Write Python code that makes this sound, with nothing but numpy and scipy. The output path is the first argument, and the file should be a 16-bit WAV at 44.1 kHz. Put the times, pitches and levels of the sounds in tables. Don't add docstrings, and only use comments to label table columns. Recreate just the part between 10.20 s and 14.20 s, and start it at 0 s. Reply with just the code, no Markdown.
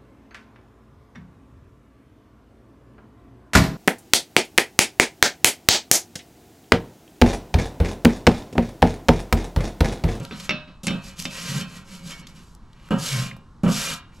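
import sys
import numpy as np
from scipy import signal
from scipy.fft import rfft, irfft
from scipy.io import wavfile

SR = 44100
rng = np.random.default_rng(int(sys.argv[2]) if len(sys.argv) > 2 else 0)


def inscribe(sig):
    pcm = np.round(np.clip(np.atleast_2d(sig).T, -1, 1) * 32767)
    wavfile.write(sys.argv[1], SR, pcm.astype(np.int16))


N = 176400

# (frequency [Hz], relative level [dB])
HISS = [(300, -25), (1500, -18), (3000, 0.5), (4500, -1), (6000, -0.5), (7600, 2), (8500, -5.5),
        (11500, -6), (13300, -13.5), (15000, -38)]
# (frequency [Hz], T60 [s], struck at left [dB], struck at front [dB], brushed [dB])
GRATE_MODES = [(608.3, 0.49, -6.5, -9.5, -17), (1057.6, 0.68, -15, -8.5, -4.5), (1306, 0.13, 2.5, -23, 5),
               (1590, .4, -15, -34, -8), (1770, 0.22, -15, -29, 0.5), (1916, 0.14, -6, -31, 2),
               (2010, 0.076, 4, -27, -11), (2163, 0.29, -24, -51, -42), (2225, 0.45, -11, -56, 7),
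               (2340, 0.17, -25, 6, 1), (2409, 0.27, -26, -20, 12.5), (2584, 0.61, -21, 2, -22.5),
               (2601, 0.28, -0.5, -1.5, -23), (2700, .2, 9, -8, -14), (2825, 0.46, -12.5, -13, 9.5),
               (2920, 0.12, -31, 10, -1), (3137, 0.25, -37, 9.5, 7), (3600, 0.18, -1.5, 4, -29),
               (3772, 0.53, -16, -21, -7.5), (4350, 0.13, -29, 0, 0), (5440, 0.12, -27, -4, 7),
               (5600, 0.12, -14, -2.5, -9)]


def scrubbing(grate, bowl, bars):
    # (time [s], hiss [dB], grinding [dB], judder [dB], judder pitch [Hz])
    strokes = [
        [(0.0, -39, -55, -30, 128), (0.01, -61, -40, -24.5, 128.4), (0.044, -48, -76, -32.5, 161),
         (0.048, -55, -35.5, -23, 160), (0.09, -59, -78, -54, 174.5), (0.118, -57, -44, -38.5, 193),
         (0.162, -50, -47, -29.5, 217), (0.256, -43.5, -42, -42, 184), (0.285, -57, -52, -74, 187)],
        [(0.79, -88, -49.5, -40, 192), (0.818, -62, -52, -53, 184), (0.844, -47, -49.5, -26, 184.3),
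         (0.886, -45.5, -45.5, -41, 161.7), (0.928, -56, -53, -45.5, 193), (0.954, -66, -59, -63, 181),
         (0.996, -34, -42, -30, 169), (1.036, -43, -52, -54, 170), (1.045, -39, -61, -51, 171)],
        [(1.11, -42, -39.5, -41, 174.9), (1.252, -37, -35.5, -32.5, 180.5), (1.302, -34.5, -33.5, -26.5, 137.3),
         (1.338, -37.5, -33.5, -22, 135.6), (1.368, -35.5, -32.5, -21, 139), (1.406, -37, -35, -23, 174.4),
         (1.458, -57.5, -50.5, -36.5, 173), (1.574, -47, -44, -41, 171.6), (1.62, -61, -54, -45, 176.5)],
        [(1.65, -63, -80, -40, 202), (1.68, -53.5, -49, -52, 200), (1.754, -46, -46, -33.5, 172.6),
         (1.82, -58.5, -53.5, -40.5, 172.9), (1.87, -42.5, -45.5, -30, 168), (1.918, -43, -38.5, -58, 169.6),
         (1.972, -55, -51.5, -44, 166.3), (2.0, -48, -53, -36, 172), (2.04, -76, -51, -47, 174.6)],
        [(2.09, -53.5, -47, -41, 181.6), (2.134, -65, -59.5, -51, 178), (2.166, -54.5, -51.5, -45, 157.2),
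         (2.206, -58, -53.5, -42, 173), (2.274, -61, -73, -56, 179.4), (2.346, -64.5, -93, -48, 163.3),
         (2.4, -89, -77, -75, 196), (2.58, -71.5, -58, -63, 129), (2.68, -61, -53, -53, 163.3)],
        [(2.78, -50, -77, -24.5, 133.6), (2.792, -38, -52, -29, 137), (2.83, -33.5, -40.5, -24.5, 167.5),
         (2.862, -29.5, -32.5, -52, 162.7), (2.898, -31, -31.5, -36, 145.9), (2.958, -34, -32, -20.5, 128),
         (3.006, -34.5, -32, -24, 126.3), (3.064, -41, -38, -31.5, 127.3), (3.2, -84, -88, -42, 122.5)],
        [(3.5, -36.5, -40, -10.5, 178), (3.53, -30.5, -38, -27, 189), (3.58, -29.5, -28, -27, 198.7),
         (3.612, -30, -30.5, -40, 195.6), (3.648, -30.5, -31, -38, 165.1), (3.728, -34.5, -33, -29.5, 166),
         (3.738, -35, -39.5, -32, 167), (3.784, -51, -62, -61, 168), (3.83, -85, -65, -58, 155)],
        [(3.9, -84, -59, -57, 168.2), (3.91, -94, -76, -61, 168), (3.924, -76, -51, -67, 166),
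         (3.942, -64, -71, -70, 149), (3.958, -62, -58, -76, 146.6), (3.972, -59.5, -61, -67, 149),
         (3.982, -66, -55.5, -34, 150), (4.0, -60, -62, -72, 149)],
    ]
    # (frequency [Hz], relative level [dB])
    grind_spectrum = [(100, -3.5), (250, -5.5), (360, -6.5), (560, 5), (720, -10), (1250, 0), (2000, 0.5),
                      (2700, -0.5), (4000, -5.5), (7000, -25.5), (14000, -50)]
    hiss, grind, judder = stroke_envelopes(strokes)
    catching = amp(0.95 * walk(rate=90))
    flicks = lambda: unit(clicks(rate=14000, spread_db=1.5, size=N) * catching)
    grit = lambda: unit(clicks(rate=3000, spread_db=2, size=N) * catching)
    wires = hiss * (amp(-1) * colour(flicks(), HISS) + amp(-6) * wire_pings())
    rasp = ringing(amp(-1.5) * grind * colour(grit(), grind_spectrum), bars)
    singing = grate_singing(amp(-7) * grind * grit(), grate)
    shake = amp(-6.5) * judder * head_judder(strokes)
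    drone = through(amp(-10) * judder * flicks(), bowl)
    return wires + rasp + singing + shake + drone


def stroke_envelopes(strokes, fade_in_s=0.013, fade_out_s=0.027):
    t, envelopes = seconds(N), np.zeros((3, N))
    for stroke in strokes:
        times, *levels, _ = np.array(stroke).T
        before, after = np.maximum(times[0] - t, 0), np.maximum(t - times[-1], 0)
        flanks = np.exp(-before / fade_in_s - after / fade_out_s)
        envelopes = np.maximum(envelopes, [flanks * amp(np.interp(t, times, db)) for db in levels])
    return envelopes


def wire_pings(per_s=700, centre_hz=5173):
    out, t = np.zeros(N), seconds(SR // 10)
    for when, pitch, strength in rng.random((int(per_s * N / SR), 3)):
        octaves = 0.165 * np.log(pitch / (1 - pitch))
        hz = min(centre_hz * 2 ** octaves, SR / 2)
        gain = amp(0.5 * min(-np.log(strength), 4))
        add(out, when * N / SR, gain * np.sin(2 * np.pi * hz * t) * fall(0.12, len(t)))
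    return unit(out)


def grate_singing(force, grate, groups=4):
    out, brushed_db = np.zeros(N), np.array(GRATE_MODES)[:, -1]
    for k in range(groups):
        coupling = unit(amp(3.5 * walk(rate=12)))
        out += through(force * coupling, ring(grate[k::groups], brushed_db[k::groups]))
    return out / np.sqrt(groups)


def head_judder(strokes):
    times, *_, hz = np.vstack(strokes).T
    phase = 2 * np.pi * np.cumsum(np.interp(seconds(N), times, hz)) / SR
    return unit(walk(rate=30) * np.sin(phase) + walk(rate=30) * np.cos(phase))


def blade_knocks(grate, bowl, bars):
    # (time [s], crack [dB], crack cutoff [Hz], ring [dB], clatter [dB], clatter T60 [s], bowl [dB],
    # place [0 left to 1 front])
    knocks = [(.11, -33, 2200, -48, -24.5, 0.11, -27, 0.55), (0.2934, -16, 5200, -22.5, -27, 0.35, -39, 0),
              (.308, -17, 3600, -27, -26, 0.16, -21, 0.58),
              (0.476, -47, 4000, -86, -42.5, 0.24, -35.5, 0.54),
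              (0.6692, -18.5, 11350, -42.5, -29, 0.32, -14, 1),
              (0.68, -20, 6100, -27.5, -25, 0.16, -28, 0.91), (.707, -33, 4000, -32.5, -43, 0.15, -13.5, 1),
              (1.0535, -21.5, 6090, -32, -33.5, 0.15, -24.5, .8),
              (1.412, -44, 3477, -34.5, -66, 0.14, -32.5, 1), (3.1108, -26, 2510, -59, -44, 0.077, -39, 0)]
    # (frequency [Hz], relative level [dB])
    crack_spectrum = [(200, -6), (1200, -10.5), (2300, 10.5), (3600, -3.5), (5300, 1), (8000, -1.5),
                      (12000, -12), (15000, -27)]
    clatter_spectrum = [(100, -17.5), (220, 17.5), (450, 6), (850, -6.5), (1400, 1.5), (2700, -3),
                        (3800, -1), (5500, -16.5), (6800, -28), (9000, -43), (14000, -35)]
    out, clatter = np.zeros(N), np.zeros(N)
    _, _, left_db, front_db, _ = np.array(GRATE_MODES).T
    for at, crack_db, cutoff_hz, ring_db, clatter_db, t60, bowl_db, place in knocks:
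        tone = ring(grate, left_db + place * (front_db - left_db))
        envelope = fall(0.036) + amp(5.5) * fall(0.0013)
        crack = noise(crack_spectrum) * envelope
        crack = signal.sosfilt(signal.butter(4, cutoff_hz, fs=SR, output="sos"), crack)
        add(out, at, amp(crack_db) * crack + amp(ring_db) * tone + amp(bowl_db) * bowl)
        add(clatter, at, amp(clatter_db) * bounces(clatter_spectrum, t60, rise_s=0.00097))
    return out + ringing(clatter, bars)


def brush_landings(bowl, bars):
    # (time [s], bowl [dB], rattle [dB], rattle T60 [s], rattle rise [s], bristle splash [dB])
    landings = [(.001, -30, -27.5, 0.16, 0.0025, -59.5), (.633, -25.5, -35.5, 0.31, 0.0076, -38.5),
                (.69, -39, -29, 0.31, 0.0031, -58), (0.746, -23.5, -28, 0.13, .004, -78),
                (2.706, -12, -6.5, 0.082, 0.0071, -47), (2.73, -10.5, -25, 0.41, 0.003, -65),
                (3.433, -5, -19, 0.26, 0.0061, -45), (3.456, -24, -10, 0.14, 0.0089, -63),
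                (3.478, -10, -15.5, .15, .004, -41.5)]
    # (frequency [Hz], relative level [dB])
    rattle_spectrum = [(50, -5), (95, -12), (135, 0), (210, 0), (330, -1.5), (420, -3.5), (560, 0.5),
                       (690, -15), (820, -12.5), (1250, -10), (2000, -23), (3000, -20.5), (4500, -39),
                       (12000, -73)]
    out, rattle = np.zeros(N), np.zeros(N)
    for at, bowl_db, rattle_db, t60, rise_s, splash_db in landings:
        add(out, at, amp(bowl_db) * bowl + amp(splash_db) * noise(HISS) * fall(0.39))
        add(rattle, at, amp(rattle_db) * bounces(rattle_spectrum, t60, rise_s))
    return out + ringing(rattle, bars)


def bounces(spectrum, t60, rise_s):
    impacts = colour(clicks(rate=3000, spread_db=0, size=SR), spectrum)
    return impacts * fall(t60) * (1 - np.exp(-seconds(SR) / rise_s))


def brush_ticks():
    # (time [s], level [dB], centre frequency [Hz], T60 [s])
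    ticks = [(0.0512, -24, 4630, 0.0074), (0.1999, -33.5, 4230, 0.066), (1, -23, 6000, 0.0087),
             (1.024, -24.5, 5900, 0.0067), (1.037, -35, 6050, 0.0036), (2.0697, -36, 4500, .03),
             (2.3499, -43.5, 7000, 0.011), (2.5313, -51.5, 4000, 0.025), (2.6879, -39, 1630, 0.015),
             (3.165, -46.5, 700, 0.041), (3.738, -27, 5500, 0.031)]
    out = np.zeros(N)
    for at, db, hz, t60 in ticks:
        add(out, at, amp(db) * fall(t60) * noise([(hz / 4, -18), (hz, 0), (hz * 3, -22)]))
    return out


def bowl_response(push_s=0.0065):
    # (frequency [Hz], T60 [s], relative level [dB])
    bowl_modes = [(124.6, 0.25, -12), (147.4, 0.39, -9.5), (177.4, 0.15, 2.5), (201.4, 0.16, -0.5),
                  (250.2, 0.19, -7), (409, 0.11, -16.5), (544.8, 0.24, -17), (808, 0.22, -22.5)]
    onset = 1 - np.exp(-(seconds(SR) / push_s) ** 2)
    return ring(modes(bowl_modes), np.array(bowl_modes)[:, 2]) * onset


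def bar_response(count=260):
    t, out = seconds(SR // 3), 0
    for pitch, phase, gain in rng.random((count, 3)):
        hz = 650 + 7000 * pitch ** 1.2
        t60 = 0.36 * (2000 / hz) ** 0.2
        out = out + gain * np.sin(2 * np.pi * (hz * t + phase)) * fall(t60, len(t))
    return out


def ringing(contact, bars, coupling=0.75):
    return np.sqrt(1 - coupling ** 2) * contact + coupling * through(contact, bars) / 2


def wall_echo(grill, delay_s=0.0075):
    walls = rng.standard_normal(SR) * fall(0.1) * (seconds(SR) > delay_s)
    return amp(-20) * through(grill, walls)


def garden_air():
    # (frequency [Hz], relative level [dB])
    air_spectrum = [(25, -1), (55, -1.5), (100, -6.5), (175, -9), (300, -15.5), (600, -30), (1050, -20),
                    (1500, -28.5), (2300, -40.5), (4000, -39.5), (8000, -46.5), (14000, -63)]
    return amp(-47.5 + 0.55 * walk(rate=5.8)) * noise(air_spectrum, N)


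def stereo(mid):
    # (frequency [Hz], phase lead of the left [rad])
    lead = [(50, 0), (500, -.17), (1000, -.3), (2000, -.52), (3500, -.65), (4900, -.15), (7000, -.05),
            (14000, 0)]
    # (frequency [Hz], left minus right [dB])
    tilt = [(60, -0.17), (110, 0.0), (200, -0.88), (370, -0.79), (680, -0.86), (1250, -1.0), (2300, -1.3),
            (4210, -0.51), (7740, 0.3), (14200, 0.76)]
    # (frequency [Hz], level of the diffuse side signal [dB])
    diffuse = [(30, -17), (100, -21), (500, -12.5), (1000, -26), (4000, -11), (9000, -19), (11000, -17.5),
               (12500, -3.5)]
    side = rfft(through(mid, rng.standard_normal(SR) * fall(0.2))) * amp(across(diffuse, N))
    sign = np.array([[1], [-1]])
    direction = amp(sign * across(tilt, N) / 2) * np.exp(1j * sign * across(lead, N) / 2)
    return irfft(rfft(mid) * direction + sign * side, N)


def amp(db):
    return 10 ** (np.asarray(db) / 20)


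def unit(x):
    return x / np.sqrt(np.mean(x ** 2) + 1e-20)


def across(points, size):
    hz, value = np.array(points, float).T
    return np.interp(np.log(np.fft.rfftfreq(size, 1 / SR) + 1), np.log(hz), value)


def colour(x, spectrum):
    return unit(irfft(rfft(x) * amp(across(spectrum, len(x))), len(x)))


def noise(spectrum, size=SR):
    return colour(rng.standard_normal(size), spectrum)


def through(x, response):
    return signal.fftconvolve(x, response / np.sqrt(np.sum(response ** 2)))[:len(x)]


def seconds(size):
    return np.arange(size) / SR


def fall(t60, size=SR):
    return np.exp(-np.log(1000) * seconds(size) / t60)


def add(out, at, x):
    start = int(at * SR)
    out[start:start + len(x)] += x[:max(N - start, 0)]


def walk(rate):
    return unit(np.interp(seconds(N) * rate, np.arange(N), rng.standard_normal(N)))


def clicks(rate, spread_db, size):
    impacts = (rng.random(size) < rate / SR) * rng.standard_normal(size)
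    return impacts * amp(spread_db * np.minimum(rng.exponential(size=size), 5))


def modes(table):
    return np.array([np.sin(2 * np.pi * hz * seconds(SR)) * fall(t60) for hz, t60, *_ in table])


def ring(waves, db):
    return amp(db) @ waves / np.sqrt(np.sum(amp(db) ** 2) / 2)


def scene():
    grate, bowl, bars = modes(GRATE_MODES), bowl_response(), bar_response()
    grill = scrubbing(grate, bowl, bars) + blade_knocks(grate, bowl, bars)
    grill += brush_landings(bowl, bars) + brush_ticks()
    return stereo(grill + wall_echo(grill) + garden_air())


def record(dry, cutoff_hz=14200):
    return signal.sosfilt(signal.ellip(8, .2, 70, cutoff_hz, fs=SR, output="sos"), dry)


dry = scene()
out = record(dry)
inscribe(out)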